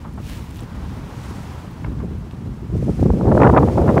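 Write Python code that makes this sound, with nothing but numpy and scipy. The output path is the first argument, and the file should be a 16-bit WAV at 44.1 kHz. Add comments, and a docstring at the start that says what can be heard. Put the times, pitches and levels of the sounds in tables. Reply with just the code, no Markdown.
"""Wind rumbles on the microphone of a sailboat; a late gust buffets it hard and drives the limiter.
Each eddy makes the rumble louder and brighter. A wave washes along the hull: noise and pinging
bubbles. A high hiss comes from foam as the wave passes, then from wind during the gust.
Water slaps the hull a few times, spray bursts and drops patter down.
A fitting knocks once on the deck, which rings briefly."""
import sys
import numpy as np
from scipy import signal
from scipy.fft import rfft, irfft
from scipy.io import wavfile
from scipy.ndimage import uniform_filter1d, minimum_filter1d

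SR = 44100
rng = np.random.default_rng(int(sys.argv[2]) if len(sys.argv) > 2 else 0)


def int16_out(signal):
    """Quantize to a 16-bit WAV file."""
    q = np.round(np.clip(np.atleast_2d(signal).T, -1, 1) * 32767)
    wavfile.write(sys.argv[1], SR, q.astype(np.int16))


N = 176400
T = np.arange(N) / SR
HZ = np.fft.rfftfreq(N, 1 / SR)

# wind before eddies (time [s], relative level [dB], upper edge of rumble [Hz])
WIND = [(0, -33.5, 257), (.28, -29.5, 240), (.55, -32.5, 259), (.98, -29.5, 275), (1.13, -34, 263),
        (1.35, -30.5, 238), (1.79, -33.5, 243), (1.86, -25, 268), (2.13, -26.5, 270), (2.24, -33, 293),
        (2.41, -30.5, 279), (2.47, -24.5, 266), (2.58, -32.5, 242), (2.72, -25, 260), (2.745, -20.5, 261),
        (2.89, -20.5, 283), (2.97, -24, 265), (3.03, -12.5, 325), (3.14, -14.5, 340), (3.18, -20, 463),
        (3.31, -10.5, 565), (3.39, -13, 620), (3.46, -2, 980), (3.52, -13, 493), (3.57, -5, 844),
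        (3.63, -11, 634), (3.755, -21.5, 510), (3.79, -11.5, 610), (3.86, -15, 614), (3.94, -16, 570),
        (4, -11, 610)]
# eddies striking the microphone (time [s], half width [s], edge lift [oct])
BUFFETS = [(2.042, 0.015, 0.5), (2.754, 0.0061, 0.75), (2.827, 0.0044, 0.89), (2.89, 0.021, 0.75),
           (2.994, 0.0031, 0.99), (3.017, 0.0016, 0.9), (3.026, .005, 0.57), (3.063, 0.0052, 1.13),
           (3.104, 0.0014, 1.2), (3.212, 0.0029, 1.13), (3.257, 0.001, 0.35), (3.27, 0.0015, 0.83),
           (3.281, 0.0017, 0.47), (3.29, 0.0032, 0.66), (3.321, 0.0071, 0.75), (3.378, 0.0035, 0.93),
           (3.402, 0.013, 0.52), (3.42, 0.0036, 0.66), (3.434, 0.001, 1), (3.446, 0.008, 0.73),
           (3.473, 0.0015, 0.63), (3.5, 0.006, 0.7), (3.548, 0.011, 0.8), (3.573, 0.012, 0.66),
           (3.588, .005, 0.33), (3.784, 0.0088, 0.87), (3.818, 0.0025, 0.81), (3.88, 0.0066, 0.88),
           (3.899, 0.012, 0.79), (3.97, 0.011, 0.69), (3.98, 0.0018, 1.27)]
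# rumble before its edge filters (frequency [Hz], relative density [dB])
RUMBLE_SPECTRUM = [(20, -37), (32, -21), (45, 1.5), (68, 5.5), (110, 2), (190, -1.5), (270, -5), (410, -6),
                   (750, -9), (1300, -11.5), (2200, -15.5), (4000, -19)]
# wash along the hull (time [s], level [dB])
WASH = [(0, -45), (.13, -50.5), (.4, -45), (.55, -47.5), (.7, -43.5), (.82, -41.5), (1.03, -42),
        (1.25, -40.5), (1.52, -41), (1.75, -45), (2.1, -47), (2.7, -48.5), (4, -39.5)]
# wash noise (frequency [Hz], relative density [dB])
WASH_SPECTRUM = [(100, -7.5), (400, 3.5), (600, 0), (950, 3), (1300, -1.5), (2000, -9), (3200, -13),
                 (5500, -20), (10000, -28.5), (16000, -29)]
# high hiss of foam, then of wind in the gust (time [s], level [dB])
HISS = [(0, -59), (.7, -61), (.85, -56.5), (1.12, -56), (1.19, -51), (1.28, -48.5), (1.47, -52.5),
        (1.65, -57), (1.95, -61.5), (2.71, -60.5), (2.76, -54), (2.97, -50.5), (3.08, -52.5), (3.28, -54.5),
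        (3.36, -48), (3.55, -51), (3.75, -50.5), (4, -49)]
# hiss noise (frequency [Hz], relative density [dB])
HISS_SPECTRUM = [(500, -6), (2000, 6.5), (3500, -0.5), (5500, 0.9), (7500, -1.5), (10000, -5),
                 (13000, -11.5), (16000, -18)]
# slaps on the hull (time [s], level [dB])
SLAPS = [(0.043, -35.5), (0.172, -37), (1.855, -38.5), (1.996, -39)]
# slap noise (frequency [Hz], relative density [dB])
SLAP_SPECTRUM = [(200, -21), (600, 7), (1300, 3.5), (2200, -13), (4000, -37), (16000, -61)]
# large drops on deck (time [s], pitch [Hz], level [dB])
DRIPS = [(0.136, 10900, -52.5), (.507, 8950, -52), (.542, 13500, -54), (.569, 12500, -51), (.59, 3350, -40),
         (0.606, 8700, -44), (.632, 8900, -49), (1.397, 14300, -56), (1.711, 14500, -54),
         (2.185, 10000, -55), (2.311, 2900, -46)]
# spray bursts (peak time [s], rise [s], fall [s], mist level [dB], drop level [dB])
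SPRAYS = [(.298, 0.061, 0.11, -43, -47), (.59, 0.16, 0.056, -54, -50)]
# spray noise (frequency [Hz], relative density [dB])
SPRAY_SPECTRUM = [(300, 3), (900, -1.5), (2500, 3), (4500, -3.5), (8000, -7), (12000, -11), (16000, -11)]
# two contacts of one knock (time [s], level [dB])
KNOCK_CONTACTS = [(1.8425, -32.5), (1.8452, -24)]
# deck modes (frequency [Hz], relative level [dB], T60 [s])
DECK_MODES = [(566, 3, 0.016), (940, 2, .028), (1280, -8, 0.022), (1650, -2, 0.022), (2140, -4.5, 0.023),
              (2700, -11, 0.018)]


def amp(db):
    """Decibels to gain."""
    return 10 ** (np.asarray(db) / 20)


def unit(x):
    """Scale to rms 1."""
    return x / np.sqrt(np.mean(x ** 2) + 1e-20)


def curve(rows, column=1):
    """Table column, linearly interpolated in time."""
    rows = np.array(rows)
    return np.interp(T, rows[:, 0], rows[:, column])


def noise(spectrum):
    """Noise of rms 1 with the given spectrum."""
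    hz, db = np.transpose(spectrum)
    gain = amp(np.interp(np.log(HZ + 1), np.log(hz), db))
    return unit(irfft(rfft(rng.standard_normal(N)) * gain, N))


def wander(hz):
    """Random motion of rms 1, rolling off above hz."""
    white = rfft(rng.standard_normal(N))
    return unit(irfft(white * HZ / (HZ + hz / 10) / (1 + (HZ / hz) ** 2), N))


def clicks(per_s, spread_db):
    """Random impulses, mostly small, a few large."""
    hits = rng.random(N) < per_s / SR
    sizes = amp(spread_db * np.minimum(rng.exponential(1, N), 4))
    return hits * sizes * rng.choice([-1, 1], N)


def wind():
    """Turbulence on the microphone: each eddy raises the rumble's level and band edges."""
    offset_db, max_db, buffet_db_per_oct = 5.5, -2.5, 7
    churn_oct, churn_db, edge_order = 0.19, 1.5, 3.88
    lift_oct = sum(octaves * np.exp(-np.minimum(((T - at_s) / half_s) ** 2, 20))
                   for at_s, half_s, octaves in BUFFETS)
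    churn = wander(hz=74.5)  # small eddies
    upper_hz = curve(WIND, column=2) * 2 ** (lift_oct + churn_oct * churn)
    lower_hz = 63.4 * (upper_hz / 453) ** 0.77
    level = amp(offset_db + curve(WIND) + buffet_db_per_oct * lift_oct)
    level = level / np.hypot(1, level / amp(max_db))  # hardest wind: brighter rather than louder
    spectrum, rumble = rfft(noise(RUMBLE_SPECTRUM)), np.zeros(N)
    for centre_hz in 16 * 2 ** (np.arange(19) / 2):  # half-octave bands
        band = np.maximum(1 - 2 * abs(np.log2((HZ + 1) / centre_hz)), 0)
        treble_loss = 1 + (centre_hz / upper_hz) ** (2 * edge_order)
        bass_loss = 1 + (lower_hz / centre_hz) ** 4
        rumble += irfft(spectrum * band, N) / np.sqrt(treble_loss * bass_loss)
    return level * amp(churn_db * churn) * rumble


def bubbles():
    """Bubbles of many sizes ring as short rising pings; small ones are higher and die sooner."""
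    per_s, decay_cycles = 550, 5.7
    out, pitches_hz = np.zeros(N), np.geomspace(500, 4000, num=24)
    for hz in pitches_hz:
        cycles = hz * T[:2048]
        age = cycles / decay_cycles
        ping = np.sin(2 * np.pi * cycles * (1 + .02 * age)) * np.exp(-age) / np.sqrt(hz)
        out += signal.oaconvolve(clicks(per_s / len(pitches_hz), spread_db=8), ping)[:N]
    return unit(out)


def wash():
    """Water runs along the hull: fluttering noise plus bubbles."""
    flutter_db, bubble_db = .5, -13
    rush = noise(WASH_SPECTRUM) * amp(flutter_db * wander(hz=25))
    return amp(curve(WASH)) * (rush + amp(bubble_db) * bubbles())


def hiss():
    """High hiss of foam as the wave passes, then of wind during the late gust."""
    flutter_db = 1.2
    return amp(curve(HISS)) * noise(HISS_SPECTRUM) * amp(flutter_db * wander(hz=25))


def slaps():
    """Small waves hit the hull with soft, dull splats."""
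    rise_s, fall_s = 0.0071, 0.02
    envelope = np.zeros(N)
    for at_s, db in SLAPS:
        attack = np.clip((T - at_s) / rise_s, 0, 1)
        decay = np.exp(-np.maximum(T - at_s - rise_s, 0) / fall_s)
        envelope += amp(db) * attack * decay
    return envelope * noise(SLAP_SPECTRUM)


def drips():
    """Large drops land on deck, each a tick of noise around one pitch."""
    fall_s, width_oct = 0.0033, 0.28
    out, t = np.zeros(N), T[:2048]
    bins_hz = np.fft.rfftfreq(len(t), 1 / SR) + 1
    for at_s, hz, db in DRIPS:
        band = 1 / (1 + (np.log2(bins_hz / hz) / width_oct) ** 2)
        tick = unit(irfft(rfft(rng.standard_normal(len(t))) * band))
        out[round(at_s * SR):][:len(t)] += amp(db) * tick * np.exp(-t / fall_s)
    return out


def spray():
    """Sheets of fine spray swell and fade, single drops ticking in them."""
    drop_fall_s = 0.00084
    out = np.zeros(N)
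    for peak_s, rise_s, fall_s, mist_db, drops_db in SPRAYS:
        width_s = np.where(T < peak_s, rise_s, fall_s)
        swell = 1 / (1 + ((T - peak_s) / width_s) ** 2 / 2) ** 2
        impacts = abs(clicks(per_s=450, spread_db=1))
        drop_envelope = signal.lfilter([1], [1, -np.exp(-1 / (drop_fall_s * SR))], impacts)
        mist = amp(mist_db) * noise(SPRAY_SPECTRUM)
        drops = amp(drops_db) * unit(drop_envelope) * noise(SPRAY_SPECTRUM)
        out += swell * (mist + drops)
    return out


def knock():
    """A fitting taps the deck; two quick contacts ring its damped modes."""
    rise_s = 0.00077
    out, t = np.zeros(N), T[:SR // 10]
    modes = sum(amp(db - 60 * t / t60_s) * np.sin(2 * np.pi * hz * t) for hz, db, t60_s in DECK_MODES)
    ring = np.minimum(t / rise_s, 1) * modes
    for at_s, db in KNOCK_CONTACTS:
        out[round(at_s * SR):][:len(t)] += amp(db) * ring
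    return out


def scene():
    """Wind, sea and boat at one microphone."""
    return (wind() + wash() + hiss() + slaps() + drips() + spray() + knock())[None]


def record(dry):
    """Fast limiter on the buffets, then end fades and a low-pass."""
    ceiling, limiter_s, fade_s, cutoff_hz = 1, 0.0034, .003, 15750
    span = int(limiter_s * SR)
    gain = minimum_filter1d(ceiling / np.maximum(abs(dry[0]), ceiling), 2 * span)
    gain = uniform_filter1d(uniform_filter1d(gain, span), span)
    fade = np.minimum(np.minimum(T, T[::-1]) / fade_s, 1)
    lowpass = signal.firwin(511, cutoff_hz, window=("kaiser", 9), fs=SR)
    return signal.oaconvolve(dry * gain * fade, lowpass[None], "same")


dry = scene()
out = record(dry)
int16_out(out)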